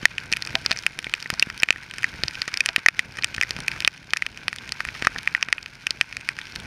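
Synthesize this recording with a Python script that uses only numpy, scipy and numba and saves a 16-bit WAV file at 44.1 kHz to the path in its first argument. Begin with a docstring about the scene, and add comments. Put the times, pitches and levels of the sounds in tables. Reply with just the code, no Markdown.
"""Sharp snaps of heavy rain strike the case of a camera on a motorcycle riding through town.
Each drop is an impact that rings the wall for a moment, and the hardest overload the microphone.
Fine spray crackles in between, with a few hollow knocks and dull bumps of air. The case filters the
outside, so wet tyre hiss, buffeting wind and a dull, uneven engine drone arrive muffled."""
import sys
import numpy as np
from scipy import signal
from scipy.fft import rfft, irfft
from scipy.io import wavfile
from scipy.ndimage import uniform_filter1d
from numba import njit

SR = 44100
rng = np.random.default_rng(int(sys.argv[2]) if len(sys.argv) > 2 else 0)


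def generate_wav(signal):
    """Clip the signal to [-1, 1] and save it as 16-bit WAV at the path in sys.argv[1]."""
    frames = np.transpose(np.atleast_2d(signal))
    scaled = np.clip(frames, -1, 1) * 32767
    pcm = np.round(scaled).astype(np.int16)
    wavfile.write(sys.argv[1], SR, pcm)


N = 293706


def drop(hz, decay_s, splash_db, grit, splash_s=0.00053, shiver_s=0.0042, shiver_db=-18):
    """Impact excitation: the struck spot rings as a damped mode, the water bursts, the wall shivers."""
    t = np.arange(len(grit)) / SR
    ring = np.exp(-t / decay_s) * np.sin(2 * np.pi * hz * t)
    splash_hz = min(6700 * (.0005 / decay_s) ** 0.26, 12500)  # a sharper hit sprays finer
    burst = resonate(grit * np.exp(-t / splash_s), splash_hz, width_hz=splash_hz / 0.78)
    splash = 4.03 * undb(splash_db) * burst / np.linalg.norm(burst)
    shiver = resonate(grit * np.exp(-t / shiver_s), hz=1640, width_hz=730)
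    shiver *= undb(shiver_db) * np.linalg.norm(ring) / np.linalg.norm(shiver)
    return ring + splash + shiver


def rain(swell_db, thud_hz=202, thud_s=0.00028):
    """Superposition of impacts: each drop gives a snap and, by pushing the wall in, a thud."""
    # The clearest drops; splash and thud are relative to the drop's level:
    # (time [s], level [dB], ring frequency [Hz], ring time constant [s], splash [dB], thud [dB])
    clear_drops = [(0.0547, 10.0, 1930, 0.00072, -12.5, -24), (0.1815, -8, 2800, 0.00064, -7.5, -25),
                   (0.3181, -11.5, 1840.0, 0.00017, -1, -3), (0.326, 0.5, 4430, 0.00044, -6, -15),
                   (0.335, -6.5, 2520, 0.00084, -5, -28.0), (0.3689, -8, 2570, 0.00036, -1, -7),
                   (0.423, -6.5, 4220, 0.00052, -8.0, -8), (0.4729, -11, 2420, 0.00035, -6, -22.0),
                   (0.5539, 5, 3580, 0.00031, -19.5, -7), (0.662, 3.0, 4530, 0.00041, -11.5, -5.5),
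                   (0.7104, 7, 3940, 0.00006, -32, -7.5), (0.7152, 5.0, 4160, 0.00034, -15, -20),
                   (0.726, -13.5, 2520, 0.00056, -5, -7), (0.763, -19, 2280, 0.0005, -2, -17),
                   (0.7732, -12.5, 5930, 0.00062, -17, -36.0), (0.7887, -10, 5500, 0.00032, -8, -4),
                   (0.8649, 0, 2700.0, 0.00055, -3.5, -23), (0.9897, -3.5, 3200, 0.00023, -8, -6),
                   (1.0441, -10.5, 3420, 0.0005, -10, -21), (1.068, -19.5, 2210, 0.0028, -15.0, 14.5),
                   (1.1384, -1.5, 2650, 0.00044, -6.5, -11), (1.2022, -17.5, 3550.0, 0.00024, -4, -18.0),
                   (1.2262, -13, 4580.0, 0.0004, -5, -7), (1.2587, -19, 2000, 0.00135, -27, 8),
                   (1.3024, 4.5, 1470.0, 0.00011, -7.5, -7.5), (1.3389, -17, 960, 0.0013, 2, -4),
                   (1.3963, -3.5, 4500.0, 0.0006, -2.5, -11), (1.4253, -0.5, 2750.0, 0.0022, -2.5, -2),
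                   (1.5007, -7, 1740, 0.0002, -12.0, -30.0), (1.6006, -17.5, 5340, 0.0014, -6, -6),
                   (1.6227, -12.5, 2410.0, 0.00021, -2, -24.0), (1.633, 9, 2720, 0.00041, -12.5, -8.5),
                   (1.6873, -4, 2250.0, 0.00041, -20, -9), (1.7058, 7, 2690, 0.00046, -14, -7),
                   (1.727, -12, 2540.0, 0.0003, -5, -32.0), (1.76, -19.5, 1770, 0.00076, -13, 2),
                   (1.9381, -14, 1700.0, 0.00023, -9, -2), (1.9836, -13, 2520.0, 0.00023, -1.5, -1.5),
                   (2.0315, -8, 2450.0, 0.00023, -8, -13), (2.0428, -2, 2010, 0.00089, -11.5, -8),
                   (2.2358, 2.5, 4100, 0.00033, -13, -0.5), (2.2819, -10.5, 4600, 0.00077, -2.5, -30.0),
                   (2.3538, -16, 2650.0, 0.00047, -9, -36.0), (2.4185, 1.5, 4600.0, 0.00038, -12, -14.0),
                   (2.4787, -11, 1860.0, 0.00034, -0.5, 6), (2.5406, -7.5, 2240, 0.00073, -1.0, -6),
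                   (2.573, -9, 4430.0, 0.00026, 2, -16.0), (2.6058, -6.5, 2500, 0.0018, 2.5, -21),
                   (2.6601, 3, 3030, 0.00021, -3, -26), (2.689, 3.5, 3630, 0.00016, -24, -21),
                   (2.7619, 4.5, 2740, 0.00035, -6, -19), (2.8616, 7, 1965, 0.0011, -18, -26),
                   (2.8854, 11.5, 2200.0, 0.0004, -10, -9), (2.9926, -3.5, 2020, 0.0011, -1.0, -6),
                   (3.1709, -13, 1850.0, 0.0002, -7, -17.0), (3.1868, -10.5, 1770, 0.00039, -11, 2.5),
                   (3.2242, -10, 4360, 0.00039, -25, -20), (3.2354, -10, 2320, 0.0009, -12, -24.0),
                   (3.2444, 3.5, 3700, 0.00037, -2.5, -35), (3.347, -11.5, 2850.0, 0.00021, -6, -34.0),
                   (3.3812, -10, 1710, 0.00057, -19.0, 2.5), (3.4122, -1, 2520.0, 0.00048, -5.5, -11),
                   (3.426, -9, 2300, 0.00066, -3, -29.0), (3.433, -8, 2020, 0.0019, -4, -24),
                   (3.5078, -1.5, 3790.0, 0.00016, -6, -4), (3.588, -9, 980, 0.00028, -14, -10),
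                   (3.6811, -5, 2470, 0.00081, 1.5, -13), (3.716, -13.0, 2280, 0.00048, -6, -23.0),
                   (3.7629, -9.0, 1000.0, 0.00023, -19.0, -24.0),
                   (3.8043, -6.5, 4250.0, 0.00022, -2.5, -22), (3.8224, -17, 2620.0, 0.0006, -4, -3),
                   (3.8482, 3, 3450.0, 0.0006, -15, -19), (3.8764, 7, 2550, 0.00037, -11, -10),
                   (4.1349, 7.5, 2100, 0.00015, -13.5, -13), (4.163, -13.5, 1660.0, 0.0008, -14, -9),
                   (4.1706, -7, 2420.0, 0.00031, -1.5, -26), (4.2223, -8, 2070.0, 0.00138, -7.5, -14),
                   (4.2646, -9.5, 2600, 0.00039, -4, -32), (4.4816, 8.5, 2670, 0.000094, -17, -27),
                   (4.5291, -7.5, 2060.0, 0.00026, -13, -11), (4.5612, -11.5, 2110.0, 0.00014, -3, -23.0),
                   (4.585, -18, 3560, 0.00094, -6.0, -13), (4.7213, -6, 4470, 0.00048, -2.5, -19),
                   (4.8049, -0.5, 1610, 0.00027, -17, -28), (4.851, -3.5, 1810.0, 0.0002, -12, -25.0),
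                   (4.8874, -8.5, 2290.0, 0.00031, -24, -4), (5.0236, 3, 2630.0, 0.000083, -22, -2),
                   (5.0488, -11, 1970, 0.00099, -4, 2), (5.0705, 11.5, 1260, 0.0005, -22, -15),
                   (5.1609, -13.5, 1670.0, 0.00091, -27, 7), (5.1885, -14.5, 2760.0, 0.00023, -8.0, -3),
                   (5.2749, -0.5, 2200, 0.00069, -16, -17), (5.349, -4, 1980, 0.0012, -14.5, -15),
                   (5.4271, 0, 2760, 0.00041, -7.5, -32.0), (5.4862, -6, 1800.0, 0.00019, -21, -3.0),
                   (5.527, -1, 2040, 0.00077, -3.5, -22), (5.5816, -14.5, 2620, 0.00054, -24.0, -34.0),
                   (5.6604, -14.5, 2720.0, 0.00024, -9, -7), (5.8684, -2, 2700, 0.0005, -6.5, -11),
                   (5.9073, -0.5, 4430.0, 0.00036, -7, -8), (6.0117, 6.5, 2660, 0.00028, -13.5, -10),
                   (6.1262, -17, 2460, 0.00041, -6, -10), (6.1682, -13.0, 2400, 0.00063, -1.5, -22.0),
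                   (6.289, -3, 2210, 0.00041, -7, -8), (6.4147, -17.5, 3500, 0.0008, -10, -6),
                   (6.5597, -5, 4200, 0.00028, -11.5, -13)]
    drops = np.vstack([clear_drops, light_drops(swell_db)])
    snaps, thuds = np.zeros(N), np.zeros(N)
    t = np.arange(600) / SR
    push = np.exp(-t / thud_s) * np.sin(2 * np.pi * thud_hz * t)
    grits = rng.standard_normal((len(drops), len(t)))
    for (s, db, hz, decay_s, splash_db, thud_db), grit in zip(drops, grits):
        add(snaps, s, undb(db) * drop(hz, decay_s, splash_db, grit))
        add(thuds, s, undb(db + thud_db) * push)
    return snaps, thuds


def light_drops(swell_db, count=480, range_db=18.5, rarity=7.8, middle_hz=2910, octaves=1.57):
    """A random point process whose rate and level follow the hiss. Returns rows like clear_drops."""
    lateness, size, pitch = rng.random((count, 3)).T
    ring, splash, thud = rng.standard_normal((count, 3)).T
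    fallen = np.cumsum(undb(.6 * swell_db))  # running integral of the drop rate
    share = (np.arange(count) + 4 * lateness) % count / count
    onset = np.searchsorted(fallen, share * fallen[-1])
    db = -15.5 + range_db * (size ** rarity - 1) + .5 * swell_db[onset]  # strong drops are rare
    hz = middle_hz * 2 ** (octaves * (pitch - .5))
    decay_s = 0.00043 * np.exp(0.29 * ring)
    splash_db, thud_db = -2.5 + 2 * splash, -13.5 + 4 * thud
    return np.column_stack([onset / SR, db, hz, decay_s, splash_db, thud_db])


def spatters(burst_s=0.0083):
    """Fragmentation: a shattered drop showers the case with droplets for a few milliseconds."""
    # Drops that shatter: (time [s], level [dB])
    bursts = [(0.03, -30.5), (0.113, -34), (0.701, -27), (2.483, -26), (2.785, -28), (3.188, -27),
              (4.952, -29), (5.05, -23)]
    t = np.arange(N) / SR
    envelope = sum(undb(db) * np.exp(-2 * np.abs(t - s) / burst_s) for s, db in bursts)
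    droplets = patter(per_s=9000, spread_db=0.91)
    return envelope * unit(resonate(droplets, hz=850, width_hz=1700))


def case(x, echo_s=0.001622, echo_db=-12, cavity_db=-12):
    """Reflection, dispersion, resonance: snaps bounce round the case, its wall smears them, air rings."""
    # Transmission from the case to the microphone: (frequency [Hz], gain [dB])
    transmission = [(200, -24.5), (700, -11.5), (1100, -6.5), (1500, 1.97), (1850, 2.5), (2150, 3),
                    (2550, 5), (3100, -0.6), (3800, -4.5), (5300, 1.5), (7500, -14), (9500, -11),
                    (12500, -24), (15500, -25)]
    hz = np.arange(N + 1) * SR / (2 * N)
    bounces = 1 / (1 - undb(echo_db) * np.exp(-2j * np.pi * hz * echo_s))
    echoed = irfft(rfft(x, 2 * N) * bounces)[:N]
    smeared = echoed - 2 * resonate(echoed, hz=2400, width_hz=2200)  # all-pass: the middle arrives late
    cavity = undb(cavity_db) * resonate(smeared, hz=1870, width_hz=160)
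    return colour(smeared + cavity, transmission)


def knocks(bump_cycles=0.36):
    """Modal decay: knocks ring hollow notes of the case body; bumps of air die in a cycle or two."""
    # Knocks on the body: (time [s], level [dB])
    strikes = [(.553, -33), (.712, -39), (1.335, -47), (2.69, -42.5), (5.157, -48)]
    # Modes of the body: (frequency [Hz], level [dB], time to fall 60 dB [s])
    modes = [(663, 5.5, 0.093), (780, 7, 0.057), (975, 15, 0.018)]
    # Bumps of air on the case: (time [s], relative level [dB], frequency [Hz])
    bumps = [(0.03, -20.5, 210), (0.32, -23, 154), (0.545, -22, 253), (1.328, -21, 138), (1.471, -22, 190),
             (2.237, -26, 134), (2.252, -26, 119), (2.78, -20, 250), (3.379, -24, 72), (3.59, -22.5, 140),
             (4.868, -26, 58)]
    out, t = np.zeros(N), np.arange(SR // 5) / SR
    note = sum(undb(db - 60 * t / t60) * np.sin(2 * np.pi * hz * t) for hz, db, t60 in modes)
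    for s, db in strikes:
        add(out, s, undb(db) * note)
    for s, db, hz in bumps:
        add(out, s, 1.5 * undb(db) * np.exp(-t * hz / bump_cycles) * np.sin(2 * np.pi * hz * t))
    return out


def spray(hiss_db, mist_db):
    """Shot noise: countless droplets merge into tyre hiss on the wet road and crackle on the case."""
    # Tyre hiss inside the case: (frequency [Hz], level [dB])
    hiss_spectrum = [(250, -7), (480, -8.5), (650, -19), (900, 3.5), (1200, -1.5), (1550, 14), (1720, 6),
                     (1870, -4), (2150, 10), (2550, 6.5), (3300, -17), (5400, -39), (7000, -31),
                     (15000, -40)]
    # Fine mist inside the case: (frequency [Hz], level [dB])
    mist_spectrum = [(800, -23), (2000, 10), (3500, 6), (5400, 4), (6500, -2), (7800, -13.5), (9600, -9),
                     (11500, -20), (13500, -13), (15500, -50)]
    road_water = rng.standard_normal(N) + 1.9 * patter(per_s=1500, spread_db=6.1)
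    hiss = unit(colour(road_water, hiss_spectrum))
    droplets = rng.standard_normal(N) + 1.3 * patter(per_s=1200, spread_db=5)
    mist = unit(colour(droplets, mist_spectrum))
    flutter_db = 1.2 * walk(rate_hz=30)
    return hiss * undb(hiss_db - 1.25 + flutter_db) + mist * undb(mist_db + 1.5 + flutter_db)


def wind():
    """Turbulence: eddies buffet the case in uneven, low-pitched puffs."""
    # Wind inside the case: (frequency [Hz], level [dB])
    spectrum = [(15, -23), (40, 0), (70, 0.5), (130, 3), (200, -3), (300, -7.5), (450, -12), (900, -14.5),
                (3000, -53.5)]
    # Strength of the wind on the case: (time [s], relative level [dB])
    buffets = [(0.0, -51), (0.63, -48.5), (0.89, -53), (1.89, -53.5), (2.19, -49), (2.82, -53.5),
               (3.15, -50), (3.52, -47), (3.71, -45.5), (3.86, -50.5), (4.01, -55.5), (4.64, -50.5),
               (4.9, -48), (5.49, -54), (6.27, -53.5), (6.66, -47)]
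    wind_db, = follow(buffets)
    eddies = rng.standard_normal(N) + .9 * patter(per_s=120, spread_db=3)
    swirl_db = 2 * walk(rate_hz=14)
    return unit(colour(eddies, spectrum)) * undb(wind_db + 2.5 + swirl_db)


def engine(firing_hz=41.1, exhaust_hz=150, width_hz=180, level_db=-64):
    """Forced resonance: a train of uneven firings drives the boom of the exhaust."""
    cycles = np.cumsum(firing_hz * (1 + .03 * walk(rate_hz=10))) / SR
    firings = np.diff(np.floor(cycles), prepend=0) * undb(3.8 * walk(rate_hz=40))
    boom = resonate(firings, exhaust_hz, width_hz)
    return undb(level_db) * unit(resonate(boom, exhaust_hz, width_hz))


def patter(per_s, spread_db):
    """Poisson impacts, most of them tiny and a few strong; rms 1."""
    hit = rng.random(N) < per_s / SR
    size = undb(spread_db * np.minimum(rng.exponential(size=N), 4))
    return unit(hit * size * rng.choice([-1, 1], N))


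def walk(rate_hz):
    """Slow random modulation: straight ramps between random values; rms 1."""
    step = int(SR / rate_hz)
    stairs = np.repeat(rng.standard_normal(N // step + 1), step)
    return unit(uniform_filter1d(stairs, step)[:N])


def resonate(x, hz, width_hz):
    """Second-order resonance with gain 1 at its centre and a Q of at least 0.5."""
    return signal.lfilter(*signal.iirpeak(hz, max(hz / width_hz, .5), fs=SR), x)


def colour(x, points, size=4096):
    """Minimum-phase filter through points of (frequency [Hz], gain [dB])."""
    hz, db = np.transpose(points)
    bin_hz = np.arange(size // 2 + 1) * SR / size
    gain = undb(np.interp(np.log(bin_hz + 1), np.log(hz), db))
    cepstrum = irfft(np.log(gain))
    cepstrum[1:size // 2] *= 2  # folding onto positive time makes the filter causal
    cepstrum[size // 2 + 1:] = 0
    impulse_response = irfft(np.exp(rfft(cepstrum)))
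    return signal.fftconvolve(x, impulse_response)[:len(x)]


@njit
def held_peak(x, fall):
    """Envelope detection: follows each peak at once, then decays exponentially."""
    out, peak = np.empty(len(x)), 0.
    for i in range(len(x)):
        peak = max(abs(x[i]), peak * fall)
        out[i] = peak
    return out


def follow(table):
    """Linear interpolation of rows of (time [s], values ...) into one curve per value."""
    s, *columns = np.transpose(table)
    return [np.interp(np.arange(N) / SR, s, column) for column in columns]


def add(track, s, sound):
    """Superpose a sound on a track, starting at s seconds."""
    i = max(int(s * SR), 0)
    track[i:i + len(sound)] += sound[:max(N - i, 0)]


def undb(db):
    """Decibels to amplitude ratio."""
    return 10 ** (np.asarray(db) / 20)


def unit(x):
    """Normalise to rms 1."""
    return x / np.sqrt(np.mean(x ** 2))


def scene(average_hiss_db=-45, low_cut_hz=86):
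    """Superposition of rain and the noise of the ride; the light drops follow the level of the hiss."""
    # Background hiss and crackle, swelling and then dipping after the hardest drops:
    # (time [s], relative hiss level [dB], relative mist level [dB])
    background_levels = [(0.0, -45, -47), (0.28, -44, -53.5), (0.57, -41, -47), (0.93, -46, -52),
                         (1.39, -42, -49), (1.78, -46, -54), (2.35, -41, -45.5), (2.69, -42, -53.5),
                         (2.91, -46, -54), (3.24, -46, -53.5), (3.38, -44, -49.5), (3.73, -38, -48),
                         (3.91, -49.5, -54.5), (4.54, -46, -53.5), (5.01, -41, -45), (5.34, -42, -54.5),
                         (5.71, -48, -54.5), (6.66, -43, -49.5)]
    hiss_db, mist_db = follow(background_levels)
    snaps, thuds = rain(swell_db=hiss_db - average_hiss_db)
    low_cut = signal.butter(1, low_cut_hz, "highpass", fs=SR, output="sos")
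    blows = signal.sosfilt(low_cut, thuds + knocks())
    return (case(snaps + spatters()) + blows + spray(hiss_db, mist_db) + wind() + engine())[None]


def record(dry, threshold_db=-2, attack_s=0.0022, release_s=.06, depth=.6, top_hz=15600):
    """Compression and saturation: gain control lags a hard drop, which clips; the rain behind it ducks."""
    peak = held_peak(dry[0], np.exp(-1 / (release_s * SR)))
    excess_db = 20 * np.log10(np.maximum(peak / undb(threshold_db), 1))
    slew = np.exp(-1 / (attack_s * SR))
    lagged_db = signal.lfilter([1 - slew], [1, -slew], excess_db)
    ducked = dry * undb(-depth * lagged_db)
    clipped = ducked / (1 + ducked ** 8) ** (1 / 8)
    low_pass = signal.ellip(8, .2, 70, top_hz, fs=SR, output="sos")
    return signal.sosfilt(low_pass, clipped)


dry = scene()
out = record(dry)
generate_wav(out)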